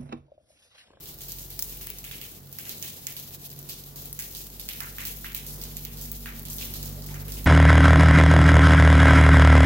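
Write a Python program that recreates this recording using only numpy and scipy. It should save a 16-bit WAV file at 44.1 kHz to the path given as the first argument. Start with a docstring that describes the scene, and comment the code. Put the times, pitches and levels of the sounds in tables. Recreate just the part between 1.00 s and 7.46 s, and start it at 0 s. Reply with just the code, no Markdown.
"""A walled yard at night in light rain: eaves drops splash on wet ground or tick on a ledge close by.
Each is a resonant plop and/or a noisy spit, with an echo off the nearest wall and a ring round the yard.
A fine drizzle is shaped noise: a steady hiss plus single ticks.
A low drone of sine partials, like a far engine drawing nearer, builds with a dull noise rumble.
Late on, a hollow hum swells once and two faint far tones sound."""
import sys
import numpy as np
from scipy import signal
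from scipy.fft import rfft, irfft, next_fast_len
from scipy.io import wavfile
from scipy.ndimage import map_coordinates

SR = 44100
rng = np.random.default_rng(int(sys.argv[2]) if len(sys.argv) > 2 else 0)


def output_pcm(signal):
    """Save a mono or channel-first signal as 16-bit PCM at the path in sys.argv[1].

    Samples are clipped to [-1, 1] before scaling.
    """
    pcm = np.clip(np.atleast_2d(signal).T, -1, 1) * 32767
    wavfile.write(sys.argv[1], SR, np.round(pcm).astype(np.int16))


N = 284886
TIME = np.arange(N) / SR
TOP_HZ = 15850  # band limit
SIDES = np.array([[.5], [-.5]])  # left, right share of a left-minus-right difference
SPLASH_PAN_DB = -6  # left minus right, of a splash's tick

# treble kept by the direct path: f/Hz, gain/dB
NEARNESS = [(1000, -10), (4000, -2.5), (7000, -3.5), (10000, -8), (14000, 1.5)]
# big drops on wet ground, lower plop in a deeper puddle:
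# t/s, plop pitch/Hz, plop energy/dB, spray energy/dB, tick energy/dB
SPLASHES = [(.058, 4120, -15.5, -11, -22), (.208, 4250, -17.5, -9, -19.5), (.284, 4500, -18.5, -8, -16),
            (0.386, 3800, -21, -8, -15), (.811, 2580, -19, -7.5, -19), (.877, 2720, -15.5, -15, -27),
            (1.042, 2700, -13.5, -9, -15), (1.113, 2720, -11, -9.5, -12), (1.215, 2900, -13.5, -8.5, -12),
            (1.587, 2400, -16.5, -9.5, -8), (1.654, 2290, -15.5, -10, -22), (1.694, 4140, -10.5, -7.5, -8),
            (1.826, 2870, -11.5, -4, -6.5), (1.864, 3570, -14.5, -20, -21.5),
            (2.069, 2400, -13, -7.5, -2.5), (2.167, 3730, -14, -7, -10), (2.695, 4460, -9.5, -7.5, -14.5),
            (2.960, 5000, -19, -9, -18), (3.191, 2180, -12.5, -3, -4.5), (3.350, 4320, -12, -8.5, -12),
            (3.597, 4340, -15, -7.5, -10), (3.689, 2700, -8.5, -5.5, -5), (3.805, 1630, -8, -6.5, -5.5),
            (3.984, 2060, -6.5, -6, -10), (4.053, 2960, -11.5, -1, -7), (4.245, 2097, -7, -10, -15),
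            (4.348, 2770, -10.5, -5, -2), (4.466, 5000, -16.5, -4.5, -13), (4.615, 4200, -13, -11, -12),
            (4.769, 3400, -18, -8, -5.5), (4.851, 2740, -16.5, -18, -6), (4.972, 4540, -18.5, -13, -18),
            (5.013, 6600, -18, -5, -14), (5.259, 1850, -8, -12.5, -13), (5.453, 3650, -16.5, -8.5, -15),
            (5.501, 6000, -12.5, -3, -16), (5.584, 3640, -11.5, -7, -11), (5.612, 3060, -8.5, -3.5, -23),
            (5.739, 4000, -10.5, -6, -7.5), (5.829, 3700, -16.5, -6.5, -8.5),
            (6.022, 5340, -17.5, -16, -18), (6.089, 2210, -18.5, -20, -26), (6.143, 1801, -15, -13.5, -15),
            (6.282, 2560, -17.5, -10, -14.5), (6.321, 5000, -12.5, -9, -9.5),
            (6.370, 2720, -16.5, -14, -20)]
# the drone draws nearer: t/s, gain/dB
APPROACH = [(0, -11), (.25, -0.5), (3.4, .5), (5.4, 6.5), (5.95, 10), (6.46, 12)]


def amp(db):
    """Decibels to gain."""
    return 10 ** (np.asarray(db) / 20)


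def unit(x):
    """Scaled to rms 1."""
    return x / np.sqrt(np.mean(np.abs(x) ** 2) + 1e-20)


def along(points, hz):
    """(Hz, value) points read on a log frequency axis."""
    f, v = np.transpose(points)
    return np.interp(np.log(hz + 1), np.log(f), v)


def curve(rows):
    """(s, value) points read at every sample."""
    s, value = np.transpose(rows)
    return np.interp(TIME, s, value)


def bump(t, centre_s, half_s):
    """Gaussian of height 1."""
    return np.exp(-((t - centre_s) / half_s) ** 2 / 2)


def wobble(rate):
    """A smooth random curve, rate knots a second."""
    knots = rng.standard_normal(int(N * rate / SR) + 4)
    return map_coordinates(knots, [TIME * rate])


def filtered(x, response):
    """x times a response of frequency."""
    m = next_fast_len(N + SR // 2)
    hz = np.fft.rfftfreq(m, 1 / SR)
    return irfft(rfft(x, m) * response(hz), m)[..., :N]


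def causal(gain):
    """The minimum-phase response with this gain, by folding the cepstrum."""
    cepstrum = irfft(np.log(gain))
    half = len(cepstrum) // 2
    return np.exp(rfft(np.r_[cepstrum[0], 2 * cepstrum[1:half], np.zeros(half)]))


def pair(spectrum, noise):
    """Two unrelated noises as a coloured diffuse field of rms 1, near mono in the bass."""
    # f/Hz, left-right likeness/1
    likeness = [(60, 0.95), (125, 0.85), (250, 0.98), (500, 0.49), (1000, 0), (4000, 0)]

    def mid_side(hz):
        turn = np.arccos(np.clip(along(likeness, hz), -1, 1)) / 2
        return amp(along(spectrum, hz)) * np.array([np.cos(turn), np.sin(turn)])

    mid, side = filtered(noise, mid_side)
    return unit(np.array([mid + side, mid - side]))


def wall(hz, share):
    """Response of the direct path plus the nearest wall's echo, share being the echo's gain."""
    delay_s = rng.normal(.00435, .00005)
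    return 1 + share * np.exp(-2j * np.pi * hz * delay_s)


def lull(s):
    """The rain eases for a moment: its change of level in dB at time s."""
    return -5 * bump(s, centre_s=1.416, half_s=.1)


def drizzle(level_db=-43, hiss_db=-2, patter_db=-6, per_second=45, spread_db=1.5):
    """Countless far droplets merge into a hiss; nearer ones tick one by one, each repeated by the wall."""
    # f/Hz, density/dB per Hz
    colour = [(300, -33), (700, -1), (1200, -19.5), (2500, -3.5), (4000, 0.5), (7000, -0.5), (9000, -4),
              (12000, 5), (15000, 5.5)]
    hiss = pair(colour, rng.standard_normal((2, N))) * amp(hiss_db + 2.9 * wobble(43))

    sizes = amp(spread_db * np.clip(rng.standard_normal(N), -2, 1.5))
    hits = sizes * (rng.random(N) < per_second / SR)
    burst = np.hanning(28)  # samples
    envelope = signal.fftconvolve(hits, burst)[:N]
    patter = pair(colour, envelope * rng.standard_normal((2, N)))
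    patter = unit(filtered(patter, lambda hz: amp(along(NEARNESS, hz)) * wall(hz, share=0.38)))
    return amp(level_db + lull(TIME)) * (hiss + amp(patter_db) * patter)


def drone(flutter_db=1.76, drift_rad=0.078):
    """Partials of the firing rate grow as the source nears, fading or swelling on its way between the houses."""
    # t/s, firing rate/Hz
    firing = [(0, 45.38), (1, 46.02), (2.4, 46.9), (3.1, 47.85), (4.4, 48.42), (5.2, 48.8), (6.1, 48.77),
              (6.46, 49.43)]
    # multiple/1, level at 0 dB approach/dB, growth/dB per dB of approach, left minus right/dB, left lead/rad
    partials = [(1, -49.5, 0.9, -0.5, .08), (2, -60, 1.26, -1, 0.1), (3, -54.5, 1.04, -2, 0.24),
                (4, -71.5, 1, 0, 0.9), (5, -67, 0.93, -5, 0.83)]
    # passing fades and swells: t/s, multiple/1, half length/s, change/dB
    fades = [(.75, 1, .3, 0), (1.8, 1, 0.38, -20), (2.74, 1, .25, -6), (4.9, 1, 0.3, 2),
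             (3.901, 2, 0.13, 5.5), (5.15, 2, 0.16, -5), (1.313, 3, 0.033, -28), (2.8, 3, 0.33, 3),
             (3.59, 3, 0.12, -8), (3.8, 3, .05, 5), (4.02, 3, 0.098, -6.5)]
    near_db = curve(APPROACH)
    phase = 2 * np.pi * np.cumsum(curve(firing)) / SR
    out = np.zeros((2, N))
    for k, level_db, grows, pan_db, lead_rad in partials:
        fade_db = sum(db * bump(TIME, s, half_s) for s, multiple, half_s, db in fades if multiple == k)
        mono_db = level_db + grows * near_db + fade_db + flutter_db * wobble(7.7)
        angle = k * phase + drift_rad * wobble(25) + lead_rad * SIDES
        out += np.sqrt(2) * amp(mono_db + pan_db * SIDES) * np.sin(angle)
    return out


def rumble(base_db=-52.5, grows=0.52, pan_db=-2.2):
    """Dull noise that grows with the drone, by grows dB per dB of approach above 0 dB."""
    # f/Hz, density/dB per Hz
    colour = [(20, -14), (35, -17), (60, -2), (110, -1), (180, -1), (250, -5.5), (320, -6), (420, -5.5),
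              (600, -12.5), (900, -16), (2000, -22.5), (6000, -80)]
    level_db = base_db + grows * np.maximum(curve(APPROACH), 0) + 1.1 * wobble(7)
    return pair(colour, rng.standard_normal((2, N))) * amp(level_db + pan_db * SIDES)


def impact(t, hz, burst_s, pan_db, fizz=1.0):
    """Spectra of the direct sound: a snap and a short noise burst, reaching the left microphone first."""
    envelope = t / burst_s * np.exp(-t / burst_s)
    burst = 1 + fizz * unit(rfft(rng.standard_normal(len(t)) * envelope))
    lead_s = rng.normal(.00011, .00002)
    right_late = np.exp(-2j * np.pi * hz * lead_s * np.array([[0], [1]]))
    return burst * right_late * amp(pan_db * SIDES)


def yard(t, t60, build_s, speckle_db, lump_db):
    """Spectra of the yard's answer at both microphones: noise swells, fades in lumps, with reflections standing out."""
    speckle = np.repeat(rng.standard_normal(len(t) // 16), 16)
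    lumps = map_coordinates(rng.standard_normal(64), [t * 90], order=1)
    decay_db = -60 * t / t60
    shape = (1 - np.exp(-t / build_s)) * amp(speckle_db * speckle + lump_db * lumps + decay_db)
    return unit(rfft(rng.standard_normal((2, len(t))) * shape))


def plop(t, hz, pitch_hz, level_db, knock_db=-6.5, sharpness=1.2):
    """Spectra of a hollow resonant plop: a direct knock, knock_db over its echoes, then the yard's answer."""
    cavity = unit(1 / (1 + 1j * sharpness * (hz / pitch_hz - pitch_hz / hz)) ** 2)
    knock = unit(cavity * impact(t, hz, burst_s=0.00035, pan_db=-2)) * wall(hz, share=0.21)
    ring = yard(t, t60=0.43, build_s=0.0041, speckle_db=3.0, lump_db=1)
    echoes = cavity * ring * unit(wall(hz, share=0.2))
    return amp(level_db) * (amp(knock_db) * knock + echoes)


def spit(t, hz, tick_db, spray_db, pan_db, tint_db=1.5):
    """Spectra of a bursting water film, randomly tinted: a sharp tick, then bright spray ringing round the yard."""
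    # f/Hz, gain/dB
    film = [(400, -17), (1000, -20.5), (3000, -17), (6500, -5.5), (9000, -8.5), (12000, -1.5),
            (15000, -0.5)]
    tint = tint_db * np.interp(hz, np.linspace(0, TOP_HZ, 6), rng.standard_normal(6))
    colour = unit(causal(amp(along(film, hz) + tint)) * (hz < TOP_HZ))

    near = causal(amp(along(NEARNESS, hz)))
    snap = impact(t, hz, burst_s=0.00014, pan_db=pan_db)
    tick = unit(colour * near * snap) * wall(hz, share=0.43)

    ring = yard(t, t60=0.63, build_s=0.0013, speckle_db=3.5, lump_db=2.5)
    spray = colour * ring * unit(wall(hz, share=0.12))
    return amp(tick_db) * tick + amp(spray_db) * spray


def small_splashes(count=20, pitch_hz=4200, octaves=0.33, plop_db=-22, spray_db=-16, tick_db=-16, spread_db=3.0):
    """Lesser drops fall at random in between, eased by twice the lull in dB: rows like SPLASHES."""
    chance = rng.random(count)
    depth, weight = rng.standard_normal((2, count))
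    times = (np.arange(count) + chance) * N / SR / count
    size_db = spread_db * weight + 2 * lull(times)
    pitches_hz = pitch_hz * 2 ** (octaves * depth)
    return list(zip(times, pitches_hz, plop_db + size_db, spray_db + size_db, tick_db + size_db))


def rebounds(flight_s=.03, tick_db=-10, spray_db=-14):
    """Each big splash throws up a droplet that lands later, in proportion to its spray: (s, tick dB, spray dB)."""
    flights = flight_s * (.5 + rng.random(len(SPLASHES)))
    return [(s + flight, db + tick_db, db + spray_db)
            for (s, _, _, db, _), flight in zip(SPLASHES, flights)]


def drops(size=12288, ledge_spray_db=-6):
    """A drop on wet ground plops and spits; one on the ledge and a rebounding droplet only spit."""
    # drops on a hard ledge next to the microphones: t/s, tick energy/dB, left minus right/dB
    ledge_ticks = [(.320, -8.5, -7), (.5926, -1, -1.5), (0.6244, 1, 0), (.696, -16, -5), (.986, -12.5, -1),
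                   (1.528, -13.5, -9), (2.125, -16, -6), (2.591, -14, -3), (3.057, -11.5, 2),
                   (3.129, -8, 3.5), (4.6387, -9.5, -3), (5.117, -4.5, -1), (5.396, -16.5, 0),
                   (6.444, -8.5, -8)]
    t = np.arange(size) / SR
    hz = np.fft.rfftfreq(size, 1 / SR) + 1  # +1 avoids dividing by zero
    sounds = []
    for s, pitch_hz, plop_db, spray_db, tick_db in list(SPLASHES) + small_splashes():
        splash = plop(t, hz, pitch_hz, plop_db) + spit(t, hz, tick_db, spray_db, SPLASH_PAN_DB)
        sounds.append((s, splash))
    for s, tick_db, pan_db in ledge_ticks:
        sounds.append((s, spit(t, hz, tick_db, tick_db + ledge_spray_db, pan_db)))
    for s, tick_db, spray_db in rebounds():
        sounds.append((s, spit(t, hz, tick_db, spray_db, SPLASH_PAN_DB)))

    out = np.zeros((2, N + size))
    for s, spectrum in sounds:
        start = round(s * SR)
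        out[:, start:start + size] += irfft(spectrum)
    return out[:, :N]


def boom(level_db=-49, peak_s=5.6, rise_db_per_s=7.5, fall_db_per_s=15, centre_hz=230,
         waver_rad=0.91, flutter_db=2.0, lead_rad=0.29):
    """A hollow hum within the rumble, a sine of wavering phase, swells once and fades."""
    below_db = np.maximum(rise_db_per_s * (peak_s - TIME), fall_db_per_s * (TIME - peak_s))
    phase = 2 * np.pi * centre_hz * TIME + waver_rad * wobble(18) + lead_rad * SIDES
    return np.sqrt(2) * amp(level_db - below_db + flutter_db * wobble(14)) * np.sin(phase)


def hoots(waver_rad=1.0):
    """Two faint far tones: short sine bumps blurred by random phase."""
    # t/s, f/Hz, half length/s, level/dB
    tones = [(5.988, 611, .025, -49.5), (6.121, 879, .012, -50)]
    out = np.zeros(N)
    for s, hz, half_s, db in tones:
        phase = 2 * np.pi * hz * TIME + waver_rad * wobble(hz / 4)
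        out += amp(db) * bump(TIME, s, half_s) * np.sin(phase)
    return out


def scene():
    """Near drops and drizzle over the far drone."""
    return drizzle() + drone() + rumble() + drops() + boom() + hoots()


def record(dry):
    """The two microphones differ a little in balance over frequency; nothing is kept above the band limit."""
    # f/Hz, left minus right/dB
    balance = [(800, -0.5), (2000, 0.0), (4000, -3.0), (8000, 0.0), (13000, 2.5)]
    return filtered(dry, lambda hz: amp(along(balance, hz) * SIDES) * (hz < TOP_HZ))


dry = scene()
out = record(dry)
output_pcm(out)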